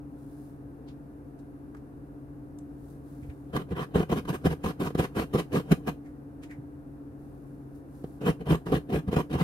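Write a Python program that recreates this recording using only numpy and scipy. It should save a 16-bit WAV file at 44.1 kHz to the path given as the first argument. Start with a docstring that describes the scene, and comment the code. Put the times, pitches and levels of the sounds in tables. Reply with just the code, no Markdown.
"""A machine hums under a rush of air in a small room, and hands rustle in coconut flakes and touch the shell.
Then half a coconut is grated on the toothed blade of a wooden bench, in two runs of quick strokes.
Each stroke is trains of random snaps: torn wet fibres fizz, the blade rasps and the bench judders low.
Hum is wavering tones, air and hiss are coloured noise, touches are ringing noise, thuds are short sines.
Knocks strike the bench and crack the blade; sparse random echoes make the room."""
import sys
import numpy as np
from scipy import signal
from scipy.fft import rfft, irfft, next_fast_len
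from scipy.io import wavfile
from scipy.ndimage import uniform_filter1d

SR = 44100
rng = np.random.default_rng(int(sys.argv[2]) if len(sys.argv) > 2 else 0)


def inscribe(sig):
    """Save sig as 16-bit PCM at rate SR to the path in sys.argv[1].

    A 1-D sig is mono; a 2-D sig holds one channel per row.
    Samples are clipped to [-1, 1] before scaling.
    """
    pcm = np.round(np.clip(np.atleast_2d(sig).T, -1, 1) * 32767)
    wavfile.write(sys.argv[1], SR, pcm.astype(np.int16))


N = 415863
TAPS = 8192  # size of the filter designs
HZ = np.fft.rfftfreq(TAPS, 1 / SR)
TIME = np.arange(N) / SR


def amp(db):
    """Turns decibels into a gain."""
    return 10 ** (np.asarray(db) / 20)


def evened(x):
    """Scales a signal to an rms of 1."""
    return x / np.sqrt(np.mean(x ** 2) + 1e-20)


def read(points, hz):
    """Reads a table between its points, on a log-frequency axis."""
    f, value = np.transpose(points)
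    return np.interp(np.log(hz + 1), np.log(f), value)


def follow(tables, column):
    """Joins curve tables into one dB curve with a value for every sample."""
    rows = np.concatenate(tables)
    rows = rows[np.argsort(rows[:, 0], kind="stable")]
    return np.interp(TIME, rows[:, 0], rows[:, column])


def during(tables):
    """Gives 1 while any of the tables runs, else 0, with soft edges."""
    on = np.any([(TIME > rows[0][0] - .01) & (TIME < rows[-1][0] + .01) for rows in tables], axis=0)
    return uniform_filter1d(on * 1., size=400)


def add(mix, s, sound):
    """Mixes a sound in, starting at s seconds."""
    part = mix[round(s * SR):][:len(sound)]
    part += sound[:len(part)]


def modes(table):
    """Gain of a set of resonances with steep skirts; each is 6 dB down one width from its centre."""
    power = sum(amp(db) ** 2 / (1 + ((HZ - hz) / width) ** 2) ** 2 for hz, width, db in table)
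    return np.sqrt(power)


def ring(x, gain):
    """Filters x with the shape of that gain; the ringing only follows its cause and has energy 1."""
    log_gain = np.log(np.maximum(gain / gain.max(), 1e-5))
    circle = np.concatenate([log_gain, log_gain[-2:0:-1]])
    # minimum phase: the energy comes as early as the gain allows
    response = np.fft.ifft(np.exp(np.conj(signal.hilbert(circle)))).real[:TAPS // 2]
    response = response / np.linalg.norm(response)
    return signal.oaconvolve(np.atleast_2d(x), response[None], axes=1)[:, :x.shape[-1]]


PORT_LAG_S, AIR_LAG_S = 0.00021, 0.00029  # delay of the right port, for near sounds and for air


def ports(pair, likeness, lag_s=PORT_LAG_S):
    """Two microphone ports hear partly the same sound, the right one a little later."""
    size = next_fast_len(N + 1000)
    a, b = rfft(pair, size)
    hz = np.fft.rfftfreq(size, 1 / SR)
    same = np.clip(read(likeness, hz), 0, 1)
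    right = same * a + np.sqrt(1 - same ** 2) * b
    right = right * np.exp(-2j * np.pi * hz * lag_s)
    return irfft(np.array([a, right]), size)[:, :N]


# how alike near sounds are at the two ports: f/Hz, likeness (held between 0 and 1)
NEAR_LIKENESS = [(30, 2.7), (400, 0.87), (700, 0.66), (2000, 0.5), (4000, 0.35), (12000, -0.08)]


def slips(per_s, spread_db):
    """Tiny slips make a random train of snaps, a few much larger than the rest."""
    size = amp(spread_db * np.minimum(rng.exponential(1, (2, N)), 4))
    happens = rng.random((2, N)) < per_s / SR
    train = size * rng.choice([-1, 1], (2, N)) * happens
    return ports(evened(train), NEAR_LIKENESS)


# tones of the machine: f/Hz, wavering bandwidth/Hz (held to 0.2-50), level/dB before the port gain
HUM_TONES = [(56, 9.3, -59), (136.9, 2.7, -51), (277.4, 11.3, -52), (292.1, 0.73, -49.5), (533, 13, -67.5),
             (688, 8.7, -72.5)]
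# colour of the rushing air: f/Hz, relative level/dB
AIR_COLOUR = [(20, -27), (32, -14.5), (62, 0), (100, -3), (200, -6.5), (260, -1.5), (330, -5), (450, -7.5),
              (540, -14.5), (590, -18), (720, -15.5), (1000, -22), (1600, -27), (2100, -37.5), (2900, -42),
              (3300, -58), (6000, -76)]
# how alike the air is at the two ports: f/Hz, likeness (0 to 1)
AIR_LIKENESS = [(30, 1), (300, 0.58), (700, 0.78), (2000, 0.068), (5000, .1)]
# colour of the microphone hiss: f/Hz, relative level/dB
HISS_COLOUR = [(2000, -57), (3300, 1), (7500, -2.5), (9000, 3), (12500, 2.5), (14500, 0), (15800, -16)]


def background():
    """A machine's tones waver in loudness and phase, in a rush of air over faint microphone hiss."""
    hum = np.zeros(N)
    knots = np.arange(0, TIME[-1] + 1, 1 / 200)  # the slow drift has 200 points per second
    for hz, width, db in HUM_TONES:
        smooth = signal.butter(1, np.clip(width, .2, 50), fs=200, output="sos")
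        # the first half lets the filter settle and is dropped
        drift = signal.sosfilt(smooth, rng.standard_normal((2, 2 * len(knots))))[:, len(knots):]
        swell, sway = (np.interp(TIME, knots, d) for d in evened(drift))
        tone = (1 + 0.23 * swell) * np.cos(2 * np.pi * hz * TIME + 0.69 * sway)
        hum += amp(db) * evened(tone)
    air_noise = ports(rng.standard_normal((2, N)), AIR_LIKENESS, AIR_LAG_S)
    air = ring(air_noise, amp(read(AIR_COLOUR, HZ)))
    hiss = ring(rng.standard_normal((2, N)), amp(read(HISS_COLOUR, HZ)))
    port_gain = amp([[.6], [-.6]])  # left and right, in dB
    return (hum + amp(-49.0) * air) * port_gain + amp(-77.0) * hiss


# hands in the flakes and on the husk, one curve per spell: t/s, level/dB before a small trim
RUSTLES = [
    [(0.05, -95), (0.202, -71.5), (0.47, -69), (0.6, -85)],
    [(2.7, -82), (2.908, -67), (3.014, -80), (3.092, -68.5), (3.5, -77.5)],
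    [(7.2, -75.5), (7.734, -80.5), (7.756, -68), (7.84, -87), (7.946, -68.5), (8.18, -72)],
]
# colour of the rustling flakes: f/Hz, relative level/dB
FLAKE_COLOUR = [(1000, -36), (3500, -8.5), (7000, -7.5), (10000, -3), (13000, -5), (15800, -10)]
# light touches of fingers, shell and blade:
# t/s, level/dB, f/Hz, width/Hz, rub time scale/s, treble against the main resonance/dB
TOUCHES = [(0.887, -59, 3260, 1900, 0.014, -18), (1.393, -68, 4500, 2500, .0089, 5),
           (1.749, -49.5, 1340, 450, 0.0042, -28), (1.77, -60, 1500, 700, .0071, -17),
           (2.588, -55.5, 8000, 1400, .0026, -10), (3.234, -63, 2220, 600, .016, -18),
           (3.301, -57.5, 2110, 700, .01, -22), (6.062, -63, 1950, 350, 0.021, -20),
           (6.436, -51.5, 2120, 1100, .011, -11.5), (6.512, -48.5, 1980, 330, 0.015, -26)]


def handling():
    """Loose flakes rustle; each touch is a sharp tick in a short rub, with one resonance and some treble."""
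    out, lead = np.zeros((2, N)), SR // 20
    t = np.arange(-lead, SR // 6) / SR
    for s, db, hz, width, length, treble_db in TOUCHES:
        # swells before the touch and fades more slowly after it
        rub = np.exp(np.minimum(t / (0.65 * length), -t / (1.43 * length)))
        tick = amp(-8.0) * np.exp(-abs(t) / 0.00057)
        colour = modes([(hz, width, 0), (6500, 5000, treble_db)])
        noise = rng.standard_normal((2, len(t))) * (rub + tick)
        for side, sound in zip(out, ring(noise, colour)):
            add(side, s - lead / SR, amp(db) * sound)
    rustle_level = during(RUSTLES) * amp(follow(RUSTLES, 1) - 1.1)
    rustle = ring(slips(900, 0.84) * rustle_level, amp(read(FLAKE_COLOUR, HZ)))
    return ports(out, NEAR_LIKENESS) + rustle


# weight shifts on the bench: t/s, level/dB before the boost, f/Hz
THUDS = [(3.224, -45, 87.5), (3.287, -42.5, 76.4), (6.584, -42, 132)]


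def thuds():
    """Shifting weight bumps the bench: a low sine swells and dies away softly."""
    out, t = np.zeros(N), np.arange(SR // 4) / SR
    u = t / 0.0059  # 1 at the peak of the swell
    for s, db, hz in THUDS:
        bump = u * np.exp(1 - u) * np.sin(2 * np.pi * hz * t)
        add(out, s, amp(db + 10.5) * bump)
    return out


BITE_S, RELEASE_S = 0.0061, 0.01  # the teeth bite in quickly and let go more slowly


def gate(t, start, end):
    """Near 1 while the teeth are in the flesh, with a quick bite and a slower release."""
    bite = (1 + np.tanh((t - start) / BITE_S)) / 2
    release = (1 - np.tanh((t - end) / RELEASE_S)) / 2
    return bite * release


EASE_AT, EASE_WIDTH = 0.45, 0.19  # where and for how long the wrist eases, as shares of the stroke
RUN_UP_DB = -7.5  # sliding before the teeth sink in, against the full force
SLIDE_DB, SLIDE_S = -23, 0.031  # the flesh brushes the teeth around each stroke
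SETTLE_DB = -3.5  # the bench shakes less, for the same force, as the stroke goes on
LINGER_DB, LINGER_S = -17.5, .04  # and keeps trembling faintly after it
# one row per stroke of the shell over the teeth: t/s, length/s, force level/dB,
# change of force from start to end/dB, easing midway/dB (below 0 presses harder),
# bench boom over force/dB, bench clatter over force/dB, light run-up/s
STROKES = [(3.548, 0.079, -42.5, -14, 6, 16, 13, 0.016), (3.707, 0.028, -47, 2, 0, 18, 13, 0.018),
           (3.762, 0.084, -41.5, 2.5, 1.5, 7, 8.5, 0.0088), (3.947, 0.091, -40, -8.5, -0.5, 14, 12.5, 0),
           (4.115, 0.082, -38, -5, 9, 9, 13, 0.02), (4.289, 0.073, -37, -4.5, 14.5, 13.5, 11, 0.01),
           (4.454, 0.085, -37, -11.5, 16.5, 15, 14.5, 0.0082), (4.64, 0.073, -39, -6.5, 2, 11, 11, 0),
           (4.801, 0.081, -38.5, 2, 3, 12.5, 12, 0), (4.988, 0.069, -35, -5, 8, 1, 11, 0.0091),
           (5.16, 0.08, -39.5, -2.5, -3.5, 8.5, 10.5, 0.0087), (5.338, 0.07, -34.5, 2.5, 9.5, 7.5, 12.5, 0),
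           (5.527, 0.084, -41, -6, -4.5, 13, 13.5, 0.0074), (5.717, 0.012, -28, -5, 0.5, 17, 15, 0.0051),
           (5.873, 0.021, -34, 0, 0, 8.5, 13, 0), (8.25, 0.058, -36, 7, -1.5, 10.5, 13, 0.038),
           (8.406, 0.021, -53, -4, -1, 17, 19, 0.011), (8.487, 0.069, -36, 3, -3.5, 13, 12, 0.027),
           (8.717, 0.063, -39, 0.5, -4, 13, 13.5, 0.057), (8.922, 0.076, -42, -3.5, -4.5, 13.5, 15, 0.029),
           (9.078, 0.021, -49, -5, 0.5, 25.5, 14.5, 0), (9.161, 0.052, -36.5, -0.5, 3.5, 12, 13, 0.046),
           (9.33, 0.096, -38, 2.5, 11.5, 13.5, 11, 0.029)]


def forces():
    """Force on blade and bench: each stroke runs up, bites, eases or presses as the wrist turns, lets go."""
    blade, boom, clatter = np.zeros((3, N))  # powers, so that overlapping strokes add up
    lead = SR // 5
    t = np.arange(-lead, SR // 3) / SR
    for s, length, force_db, change_db, ease_db, boom_db, clatter_db, run_up in STROKES:
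        along = np.clip(t / length, 0, 1)
        easing = ease_db * np.exp(-((along - EASE_AT) / EASE_WIDTH) ** 2)
        press = amp(force_db + change_db * (along - .5) - easing)
        outside = np.maximum(abs(t - length / 2) - length / 2, 0)  # seconds away from the stroke
        slide = amp(SLIDE_DB) * np.exp(-outside / SLIDE_S)
        run = amp(RUN_UP_DB) * gate(t, -run_up, 0)
        contact = gate(t, 0, length) ** 2 + run ** 2 + slide ** 2
        linger = amp(LINGER_DB) * (t > length) * np.exp(-abs(t - length) / LINGER_S)
        shake = (press * amp(SETTLE_DB * (along - .5))) ** 2 * (contact + linger ** 2)
        start = s - lead / SR
        add(blade, start, press ** 2 * contact)
        add(boom, start, shake * amp(boom_db) ** 2)
        add(clatter, start, shake * amp(clatter_db) ** 2)
    return np.sqrt([blade, boom, clatter])


def wander(x, patchy_db):
    """The contact point travels round the shell, so patches of pitch come and go."""
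    z = signal.stft(x, nperseg=512, noverlap=384)[2]
    patches = uniform_filter1d(rng.standard_normal(z.shape[1:]), size=3, axis=0)  # across pitch
    patches = uniform_filter1d(patches, size=12, axis=1)  # across time
    y = signal.istft(z * amp(patchy_db * evened(patches)), nperseg=512, noverlap=384)[1][:, :N]
    return evened(y) * x.std()


BOOM_HZ = 200  # the bench booms below this pitch and clatters above it
# resonances of bench and shell: f/Hz, width/Hz, relative level/dB
BENCH_MODES = [(75.5, 20.5, -7.5), (159.4, 23.5, 1.5), (208, 61, -6), (275, 57, -10), (330, 53, -9),
               (410, 56, -7), (474, 49, -8), (635, 78, -19.5), (735.6, 54, -14.5)]


def bench(boom, clatter):
    """The wooden bench rings: a heavy push makes it boom, a hard one makes it clatter."""
    size = next_fast_len(N)
    low = 1 / (1 + (np.fft.rfftfreq(size, 1 / SR) / BOOM_HZ) ** 6)
    push = irfft(low * rfft(boom, size) + (1 - low) * rfft(clatter, size), size)[..., :N]
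    return ring(push, modes(BENCH_MODES))


# resonances of the steel blade: f/Hz, width/Hz, relative level/dB
BLADE_MODES = [(1012, 113, -2.5), (1158, 133, -3.5), (1413, 130, -9), (1630, 152, -7.5), (1970, 105, -11),
               (2480, 134, -13), (2764, 58, -11), (3067, 128, -11), (3390, 120, -20.5), (3730, 270, -21),
               (4130, 200, -24)]
# colour of the tearing fibres: f/Hz, relative level/dB
FIZZ_COLOUR = [(1000, -44.5), (2200, 12), (3500, -2), (5200, 2), (6500, -1.5), (8000, -3.5), (8900, 1),
               (10000, -2.5), (11500, 0), (12500, -2.5), (13300, -1), (14300, -5.5), (15000, -14),
               (15800, -5)]
# fibre fizz against the force: t/s, level/dB
FIZZ_SHARE = [(3.9, -14), (4.2, -9), (5.8, -9.5), (8.2, -12.5), (9.4, -11)]


def grating():
    """Teeth plough the flesh: fibres snap, the blade rasps and the bench judders."""
    rasp_force, boom_force, clatter_force = forces()
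    fizz_force = rasp_force * amp(follow([FIZZ_SHARE], 1))
    # the shell sticks and slips, which flutters all three layers together
    flutter = uniform_filter1d(rng.standard_normal(N), size=340)
    flutter = evened(uniform_filter1d(flutter, size=220))
    jolts = slips(2500, 1.56) * amp(0.3 + 2.24 * flutter)
    judder = bench(jolts * boom_force, jolts * clatter_force)
    rasp_snaps = slips(4500, 2.5) * rasp_force * amp(0.94 + 1.8 * flutter)
    rasp = ring(rasp_snaps, modes(BLADE_MODES))
    fizz_snaps = slips(6000, 3.4) * fizz_force * amp(2.03 + 0.58 * flutter)
    fizz = ring(fizz_snaps, amp(read(FIZZ_COLOUR, HZ)))
    return judder + wander(rasp, patchy_db=3.0) + wander(fizz, patchy_db=3.0)


BLOW_DB = 19.5  # boost of the blows on the bench
CRACK_S, CRACK_FIZZ_DB = 0.0043, -11  # rise time of the crack, and the gain of its fizz
# the shell lands on the blade or a tooth catches hard:
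# t/s, bench boom level/dB and bench clatter level/dB (both before the boost), blade crack level/dB
KNOCKS = [(3.566, -30, -32, -31.5), (3.713, -19.5, -24, -60), (3.957, -13, -16, -49),
          (4.003, -15, -15, -54), (4.096, -26, -35, -48), (4.254, -34, -33, -48), (4.457, -12, -8, -42),
          (4.906, -42, -22.5, -49), (4.952, -16.5, -15.5, -39), (4.996, -7.5, -12.5, -33.5),
          (5.347, -12, -15, -54), (5.721, -20, -14.5, -31.5), (8.042, -25, -22.5, -52.5),
          (8.667, -22, -29, -43.5), (8.741, -12, -17, -42), (8.944, -39, -15, -43), (9.13, -33, -13.5, -37),
          (9.142, -30, -18.5, -41)]


def knocks():
    """A sudden catch gives the bench one blunt blow and the blade a short crack."""
    boom, clatter, crack = np.zeros((3, N))
    blow, t = np.hanning(SR // 900), np.arange(SR // 20) / SR
    blow = blow / blow.sum()
    burst = t / CRACK_S * np.exp(1 - t / CRACK_S)
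    for s, boom_db, clatter_db, crack_db in KNOCKS:
        add(boom, s, amp(boom_db + BLOW_DB) * blow)
        add(clatter, s, amp(clatter_db + BLOW_DB) * blow)
        add(crack, s - CRACK_S, amp(crack_db) * burst)  # peaks at s
    snaps = slips(9000, 1.4) * crack
    crack_fizz = amp(CRACK_FIZZ_DB) * ring(snaps, amp(read(FIZZ_COLOUR, HZ)))
    return bench(boom, clatter) + ring(snaps, modes(BLADE_MODES)) + crack_fizz


def room(x):
    """Sparse reflections of a small room; treble lingers longest, and little returns around 400 Hz."""
    taps = rng.choice([-1., 1.], (2, SR // 2)) * (rng.random((2, SR // 2)) < 3000 / SR)
    taps[:, :SR // 250] = 0  # no reflection in the first 4 ms
    hz, t, z = signal.stft(taps, SR, nperseg=256)
    t60 = read([(300, 0.078), (2500, 0.13), (12000, 0.2)], hz)  # seconds to fall by 60 dB
    wet_db = read([(150, -2), (400, -34.0), (1200, -3.5), (12000, -4.5)], hz)
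    fade = amp(wet_db[:, None] - 60 * t / t60[:, None])
    tail = signal.istft(z * fade, SR, nperseg=256)[1]
    return signal.fftconvolve(x, tail / np.linalg.norm(tail[0]), axes=1)[:, :N]


# how near sounds lean between the two ports: f/Hz, left minus right level/dB
LEAN = [(100, -1.5), (160, 0), (420, -0.5), (630, -2), (730, 2.5), (1000, -2.5), (1600, -1), (3200, 1.5),
        (4200, 0), (7800, -2.5), (9300, 4), (12000, 3.5), (14500, -0.5)]


def scene():
    """The work at the bench, leaning left or right by pitch, in its room with the machine."""
    near = handling() + thuds() + grating() + knocks()
    lean_db = read(LEAN, np.fft.rfftfreq(N, 1 / SR)) / 2  # half the lean to each side
    near = irfft(rfft(near) * amp([lean_db, -lean_db]), N)
    return background() + near + amp(-9.5) * room(near)


EDGE_HZ = 15700


def record(dry):
    """The recorder's band limit: a steep filter takes away the highest treble."""
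    low_pass = signal.firwin(511, EDGE_HZ, window=("kaiser", 9), fs=SR)
    return signal.oaconvolve(dry, low_pass[None], "same")


dry = scene()
out = record(dry)
inscribe(out)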